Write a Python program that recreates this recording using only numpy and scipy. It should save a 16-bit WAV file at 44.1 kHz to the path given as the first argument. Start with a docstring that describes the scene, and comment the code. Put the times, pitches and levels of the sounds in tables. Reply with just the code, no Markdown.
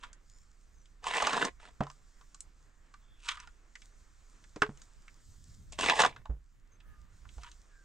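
"""A steel shovel scrapes gritty ash off a block hearth and tips it into a metal basin, in an open yard.
Random grains ring the blade, hiss as grit and shake the ground; poured cinders patter through basin modes.
Knocks are short rattles through the blade with a bright snap, thumps are decaying low modes with debris.
Behind them a deep drone, wind on the microphone, a rustling hush of shaped noise, and far birds as
gliding sines."""
import sys
import numpy as np
from scipy import signal
from scipy.fft import rfft, irfft, next_fast_len
from scipy.io import wavfile
from scipy.ndimage import uniform_filter1d, map_coordinates

SR = 44100
rng = np.random.default_rng(int(sys.argv[2]) if len(sys.argv) > 2 else 0)


def generate_wav(signal):
    """Clip the signal to [-1, 1] and save it as 16-bit WAV at the path in sys.argv[1]."""
    frames = np.transpose(np.atleast_2d(signal))
    scaled = np.clip(frames, -1, 1) * 32767
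    pcm = np.round(scaled).astype(np.int16)
    wavfile.write(sys.argv[1], SR, pcm)


N = 345744  # length in samples

# broad voice of the blade's steel: f/Hz, relative level per Hz/dB
STEEL_VOICE = [(260, -47), (450, -4.5), (850, 2), (1700, 3), (4000, -12.5), (8000, -66)]
# hiss spectrum of the fine grit: f/Hz, relative level per Hz/dB
GRIT_HISS = [(1500, -19), (2600, 6), (4500, -4), (8200, -2.5), (11500, -30.5), (15500, -51.5)]


def amp(db):
    """Gain of a level in dB."""
    return 10 ** (np.asarray(db) / 20)


def unit(x):
    """x at rms 1."""
    return x / np.sqrt(np.mean(x ** 2) + 1e-20)


def along(points, hz):
    """Curve through (Hz, value) points, straight on a log frequency axis."""
    f, v = np.transpose(points)
    return np.interp(np.log(hz + 1), np.log(f + 1), v)


def wobble(rate):
    """A smooth random curve through rate knots a second."""
    knots = rng.standard_normal(int(N * rate / SR) + 4)
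    return map_coordinates(knots, [np.arange(N) * rate / SR])


def filtered(x, response):
    """x through a complex response of frequency."""
    m = next_fast_len(x.shape[-1] + 8192)  # spare room for the ringing
    spectrum = rfft(x, m) * response(np.fft.rfftfreq(m, 1 / SR))
    return irfft(spectrum, m)[..., :x.shape[-1]]


def causal(gain):
    """The minimum-phase response with this gain: it never sounds before its blow."""
    c = irfft(np.log(gain + 1e-6))
    c[1:len(c) // 2] *= 2  # fold the cepstrum onto positive time
    c[len(c) // 2 + 1:] = 0
    return np.exp(rfft(c))


def peak(f, hz, width):
    """One resonance of height 1, width in Hz."""
    return 1j * f * width / (hz * hz - f * f + 1j * f * width)


def patchy(x, depth_db, bins, frames):
    """x under a random gain that drifts over frequency and time."""
    z = signal.stft(x, nperseg=256)[2]
    field = rng.standard_normal(z.shape[-2:])
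    field = uniform_filter1d(field, size=bins, axis=0)
    field = uniform_filter1d(field, size=frames, axis=1)
    return signal.istft(z * amp(depth_db * unit(field)), nperseg=256)[1][..., :N]


def grains(per_s, spread_db, clumps):
    """Random tiny impacts, many small and a few large, arriving in clumps."""
    hit = rng.random(N) < per_s / SR
    size = np.minimum(rng.exponential(size=N), 3)
    return hit * rng.standard_normal(N) * amp(spread_db * size) * clumps


def gusts():
    """Wind over the breeze in dB: gusts rise, hold and drop."""
    # gusts: start t/s, length/s, level over the breeze/dB
    gust_table = [(5.251, 1.1, 9), (6.774, .75, 5.5)]
    t, edge_s = np.arange(N) / SR, 0.29
    return sum(db * np.clip(np.minimum(t - s, s + length - t) / edge_s + .5, 0, 1)
               for s, length, db in gust_table)


def rush(spectrum, side_db, patchy_db):
    """Stereo noise of rms 1 with patches of random gain; side_db sets its width."""
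    pair = patchy(rng.standard_normal((2, N)), patchy_db, bins=3, frames=20)
    mid, side = filtered(pair, lambda f: amp(along(spectrum, f))) * amp([[0], [side_db]])
    return unit(np.array([mid + side, mid - side]))


def air():
    """A deep drone, wind lumps on the microphone, the valley's hush, dry rustling with specks of grit."""
    # slow course of the air: t/s, low hush level/dB, rustle level/dB
    air_levels = [(0, -65.5, -85), (0.3, -74, -74.5), (0.95, -73.5, -80), (2.2, -71.5, -72),
                  (3.1, -72.5, -80), (3.95, -70.5, -72.5), (5.051, -69.5, -73), (5.4, -73.5, -67),
                  (6.449, -78.5, -85.5), (6.9, -71.5, -82.5), (7.35, -70.5, -69), (7.84, -71, -76.5)]
    # wind rumble: f/Hz, relative level per Hz/dB
    rumble_spectrum = [(25, -16.5), (55, 5), (95, -15), (200, -20), (900, -49.5)]
    # low hush: f/Hz, relative level per Hz/dB
    hush_spectrum = [(250, -8), (780, -16), (1200, -11), (1750, -12.5), (4000, -26), (8000, -61)]
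    # dry rustle: f/Hz, relative level per Hz/dB
    rustle_spectrum = [(1800, -42.5), (3200, -11), (7300, -2.5), (8600, -8.5), (10600, -29), (15500, -29.5)]
    breeze_db, flutter_db = -65, -12  # flutter level is over the breeze
    flutter_grows = 1.77  # flutter swings wider than the gusts

    s, *cols = np.transpose(air_levels)
    hush_db, rustle_db = [np.interp(np.arange(N) / SR, s, c) for c in cols]

    drone_tone = np.sin(2 * np.pi * np.cumsum(31 + wobble(6.3)) / SR)  # wanders around 31 Hz
    drone = amp(-58.0) * (drone_tone + .5 * unit(wobble(90)))

    gust_db = gusts()
    lumps = amp(3 * wobble(16))
    rumble = unit(lumps * rush(rumble_spectrum, side_db=-1.5, patchy_db=4.0))
    flutter = filtered(rng.standard_normal(N), lambda f: peak(f, 85, 110) ** 3)
    flutter = unit(flutter * amp(4 * wobble(20)))
    wind = amp(breeze_db + gust_db) * rumble
    wind = wind + amp(breeze_db + flutter_db + flutter_grows * gust_db) * flutter

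    hush = amp(hush_db + 1.5 * wobble(15)) * rush(hush_spectrum, side_db=-6, patchy_db=1.3)

    specks = filtered(grains(30, 4.1, 1), lambda f: causal(amp(along(rustle_spectrum, f))))
    rustle = rush(rustle_spectrum, side_db=-14.5, patchy_db=1.5) + .33 * unit(specks)
    return drone + wind + hush + amp(rustle_db + 1.6 * wobble(12.0)) * rustle


def birds():
    """Thin whistles from far off: sines that glide fast at first, then settle on their last pitch."""
    # far calls: start t/s, length/s, first f/Hz, last f/Hz, level/dB
    far_calls = [(0.23, 0.27, 4500, 5570, -73.5), (0.25, 0.23, 6600, 7250, -68.5),
                 (0.72, 0.12, 7050, 5900, -69), (2.983, 0.26, 3460, 3420, -71.5),
                 (6.705, 0.072, 6500, 6250, -68.5), (6.8, 0.31, 1300, 1196, -67.5),
                 (6.841, 0.14, 1737, 1710, -64.5), (7.688, 0.16, 1700, 1573, -60.5)]
    out, waver = np.zeros(N + SR), np.pad(wobble(400), (0, SR))
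    for s, length, first_hz, last_hz, db in far_calls:
        u = np.linspace(0, 1, int(length * SR))
        start = round(s * SR)
        pitch = last_hz + (first_hz - last_hz) * (1 - u) ** 2
        blur = min((last_hz / 2600) ** 2, 1)  # high notes arrive blurred
        shimmer = 1 - blur + blur * waver[start:][:len(u)]
        whistle = np.sin(2 * np.pi * np.cumsum(pitch) / SR)
        out[start:][:len(u)] += amp(db) * shimmer * np.sin(np.pi * u) * whistle
    return out[:N]


def yard(x, t60=.09):
    """Blocks and the hut wall scatter a short, separate answer to each side: decaying noise tails."""
    t = np.arange(SR // 5) / SR
    tail = rng.standard_normal((2, len(t))) * amp(-60 * t / t60) * (t > .003)
    return signal.fftconvolve(x[None], tail / np.linalg.norm(tail[0]), axes=1)[:, :N]


def thumps():
    """A blunt blow wakes the low modes nearest its own pitch; loose debris rattles after it."""
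    # blunt blows on the ground: t/s, level/dB, centre f/Hz
    ground_blows = [(1.806, -30.5, 182.3), (4.563, -48.5, 298), (4.621, -31.5, 437), (4.691, -42.5, 178.7),
                    (6.294, -28.5, 52), (7.369, -42.5, 55.5)]
    # modes of ground and handle: f/Hz, relative level/dB, t60/s
    earth_modes = [(53.5, 5.5, 0.22), (141, 2, 0.22), (199, 15, 0.036), (298, 9, 0.07), (422, 4.5, 0.16)]
    out, t = np.zeros(N + SR), np.arange(SR // 2) / SR
    for s, db, centre_hz in ground_blows:
        notes = 0
        for hz, level, t60 in earth_modes:
            octaves_off = np.abs(np.log2(hz / centre_hz))
            unsteady = hz / 400 * wobble(60)[:len(t)]  # phase wander, rad
            decay = amp(level - 11 * octaves_off - 60 * t / t60)
            notes = notes + decay * np.sin(2 * np.pi * hz * t + unsteady)

        debris = rng.standard_normal(len(t)) * (rng.random(len(t)) < .015)
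        root = centre_hz ** .5
        debris = unit(filtered(debris, lambda f: peak(f, 50 * root, 110 * root) ** 3))
        debris = debris * amp(-60 * t / (0.41 * amp(0.3 * db)))  # harder blows rattle longer

        rise = 1 - np.exp(-t * centre_hz * 6)  # deep blows land softly
        out[round(s * SR):][:len(t)] += amp(db) * rise * (notes + centre_hz / 420 * debris)
    return out[:N]


def modes(f):
    """The plate modes of the blade, alternating in sign, under one wide resonance."""
    # plate modes: f/Hz, width/Hz, relative level/dB
    plate_modes = [(680, 99, -11.5), (1107, 130, -4.5), (1613, 61, -15), (2010, 31, -16.5),
                   (2663, 90, -13.5), (3560, 110, -22.5), (5260, 60, -21)]
    plate = sum(amp(db) * (-1) ** k * peak(f, hz, w) for k, (hz, w, db) in enumerate(plate_modes))
    return peak(f, 2500, 5400) ** 2 * plate


def blade(f, ring_db=6):
    """Short-lived plate modes standing out of the broad voice of the steel."""
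    return amp(along(STEEL_VOICE, f)) + amp(ring_db) * np.abs(modes(f))


def knocks():
    """Each blow is a rattle in the blade around its own pitch, under a short bright snap."""
    # cinders and stones striking the blade: t/s, rattle peak level/dB, f/Hz, snap level before a lift/dB
    blade_blows = [(0.035, -35.5, 1440, -63), (0.13, -58.5, 1540, -62.5), (0.856, -59.5, 3600, -77),
                   (1.041, -32.5, 1040, -55.5), (1.155, -28, 950, -58), (1.222, -20, 688, -46),
                   (1.269, -16, 1000, -41), (1.331, -25, 1270, -46.5), (1.450, -33, 714, -44.5),
                   (1.806, -24.5, 614, -59), (1.834, -51, 3100, -66.5), (1.867, -37.5, 1003, -69),
                   (1.9, -41, 1198, -60.5), (2.211, -52, 1146, -75), (2.345, -54, 1130, -62),
                   (2.405, -57.5, 2840, -51), (2.939, -46, 1170, -69.5), (3.287, -23, 3620, -44.5),
                   (3.317, -36, 3320, -58), (3.371, -37.5, 1427, -64), (3.4, -45, 2100, -57.5),
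                   (3.473, -46, 1405, -67), (3.754, -41.5, 2030, -62), (3.818, -51, 3360, -66.5),
                   (4.44, -52, 1930, -70), (4.56, -40.5, 400, -63), (4.619, -11.5, 1450, -41),
                   (4.773, -62, 2980, -67), (4.817, -55.5, 1340, -64.5), (5.08, -45.5, 2210, -73.5),
                   (5.722, -49.5, 612, -57.5), (5.788, -30.5, 2920, -50), (5.882, -24, 1130, -50),
                   (5.897, -14, 3650, -39.5), (6.018, -18.5, 760, -37.5), (6.048, -13.5, 852, -42.5),
                   (6.162, -39.5, 1456, -68), (6.255, -39.5, 877, -71), (6.803, -55, 3400, -76.5),
                   (7.252, -49, 1393, -84.5), (7.29, -50.5, 3240, -71.5), (7.381, -48.5, 702, -73.5),
                   (7.433, -46.5, 1340, -61.5), (7.515, -51.5, 4000, -64)]
    snap_lift_db = 20.5
    out, t = np.zeros(N + SR), np.arange(SR // 5) / SR
    for s, db, hz, snap_db in blade_blows:
        hard = amp(.06 * db)  # a harder blow lasts longer and wakes more of the blade
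        t60 = np.array([[0.059 * hard], [.02]])  # of rattle and snap, s
        envelopes = amp(-60 * t / t60) * (1 - np.exp(-t / 0.00073))
        rattle, snap = rng.standard_normal((2, len(t))) * envelopes

        body = filtered(rattle, lambda f: causal(blade(f)) * peak(f, hz, hard * hz) ** 2)
        body = body / np.abs(body).max()
        # a light tap leaves its note ringing; high notes die sooner
        ring = amp(-24.5 - 0.34 * db - 60 * t * hz / 100) * np.sin(2 * np.pi * hz * t)

        snap_hz = 6500 * amp(0.19 * (snap_db - db + 8.5))  # light specks tick higher than heavy stones
        snap = filtered(snap, lambda f: causal(amp(along(GRIT_HISS, f))) * peak(f, snap_hz, 5000) ** 2)
        snap = amp(snap_db + snap_lift_db) * snap / np.abs(snap).max()
        out[round(s * SR):][:len(t)] += amp(db) * (body + ring) + snap
    return out[:N]


def grit(clumps):
    """The hiss of fine ash grains: dense tiny impacts through the grit's bright spectrum."""
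    fine = grains(7000, 4, clumps)
    return unit(filtered(fine, lambda f: causal(amp(along(GRIT_HISS, f)))))


def flow(swells_db_s):
    """Gain of the falling ash: it swells to its thickest moment, then thins out."""
    # ash sliding into the basin: thickest t/s, level/dB, thinning/(dB/s)
    ash_pours = [(0.043, -46.5, 441), (3.294, -36.5, 204), (7.449, -49.5, 346)]
    t = np.arange(N) / SR
    return sum(amp(db - np.maximum(swells_db_s * (s - t), thins * (t - s))) for s, db, thins in ash_pours)


def pour():
    """Fine ash runs ahead, then cinders patter on the basin's thin wall, which has no bass."""
    # basin wall resonances: f/Hz, width/Hz, relative level/dB
    basin_modes = [(953.4, 24.4, 8.5), (1296, 400, 1), (3320, 1000, -1.5)]
    clumps = amp(3.5 * wobble(90))

    def wall(f):
        return sum(amp(db) * (-1) ** k * peak(f, hz, w) for k, (hz, w, db) in enumerate(basin_modes))

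    patter = unit(filtered(grains(1500, 3.7, clumps), lambda f: wall(f) * peak(f, 1330, 1700)))
    ash = amp(-10) * grit(clumps)
    return flow(swells_db_s=579) * patter + flow(swells_db_s=257) * ash  # the slower swell starts earlier


def pressure():
    """Gains per sample of blade, grit, ground and ringing; silent between pushes."""
    # pressure of the edge, one list a push: t/s, level of the blade/dB
    pushes = [
        [(1.03, -57), (1.07, -36), (1.13, -38), (1.16, -30.5), (1.26, -34.5), (1.34, -32), (1.39, -34),
         (1.445, -31), (1.49, -46.5)],
        [(1.6, -61.5), (1.63, -57), (1.685, -58), (1.71, -67)],
        [(5.73, -56), (5.775, -73.5), (5.79, -43), (5.83, -29.5), (5.87, -26), (5.895, -24.5), (5.91, -31),
         (5.94, -33.5)],
        [(5.95, -38), (5.975, -29), (6.005, -25.5), (6.03, -30), (6.05, -28.5), (6.065, -31.5), (6.08, -44.5),
         (6.11, -55.5), (6.22, -73)],
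    ]
    # as the blade fills, grit and ground drift against it; one row a push, all relative to the blade:
    # grit at start/dB, grit at end/dB, ground at start/dB, ground at end/dB, ringing/dB
    filling_levels = [(-8, -11.5, -24.5, -5, -5), (-3.5, -11, -24, -8, -10), (6, -17, -7.5, -17.5, -0.5),
                      (-3, -16, -21.5, -1.5, -2)]
    level, t = 0, np.arange(N) / SR
    for rows, (grit_0, grit_1, ground_0, ground_1, ring) in zip(pushes, filling_levels):
        s, db = np.transpose(rows)
        on = np.interp(t, [s[0] - .01, s[0], s[-1], s[-1] + .01], [0, 1, 1, 0])
        ends = [(0, 0), (grit_0, grit_1), (ground_0, ground_1), (ring, ring)]
        drift = np.array([np.interp(t, [s[0], s[-1]], pair) for pair in ends])
        level = level + on * amp(np.interp(t, s, db) + drift)
    return level


def scrape():
    """Grit catches under the edge: coarse grains ring the blade and shake the ground, fine ones hiss."""
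    # ground under the blade: f/Hz, relative level per Hz/dB
    ground_spectrum = [(60, -49.5), (160, -5), (400, 0), (700, -13), (1500, -54.5)]
    judder = amp(1.8 * wobble(80) + 2.4 * wobble(220))  # the edge sticks and slips
    coarse = grains(1700, 2.3, judder)
    steel = filtered(coarse, lambda f: causal(amp(along(STEEL_VOICE, f))))
    steel = patchy(steel, depth_db=4, bins=3, frames=7)  # load and contact point keep shifting its colour
    ringing = patchy(filtered(coarse, modes), depth_db=4, bins=2, frames=20)
    ground = filtered(coarse, lambda f: causal(amp(along(ground_spectrum, f))))
    layers = [unit(steel), grit(judder), unit(ground), unit(ringing)]
    return np.sum(pressure() * layers, axis=0)


def scene():
    """All sources, the shovel in front of the yard's echoes."""
    shovel = scrape() + pour() + knocks()
    return shovel + amp(-10.0) * yard(shovel) + thumps() + birds() + air()


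def record(dry):
    """The right microphone port hears a little sooner and mostly louder; the top of the band is cut off."""
    # the microphone ports: f/Hz, left over right level/dB, left lag/rad
    port_lean = [(55, -4.5, 0), (200, 0, .1), (1000, -1.8, .45), (3000, -.8, .8), (8000, -.3, .4)]
    top_hz = 15700
    hz, db, lag = np.transpose(port_lean)
    half = np.array([[.5], [-.5]])  # each port takes half the difference

    def ports(f):
        gain = amp(half * along(np.c_[hz, db], f))
        return gain * np.exp(-1j * half * along(np.c_[hz, lag], f))

    return filtered(dry, lambda f: ports(f) * (f < top_hz))


dry = scene()
out = record(dry)
generate_wav(out)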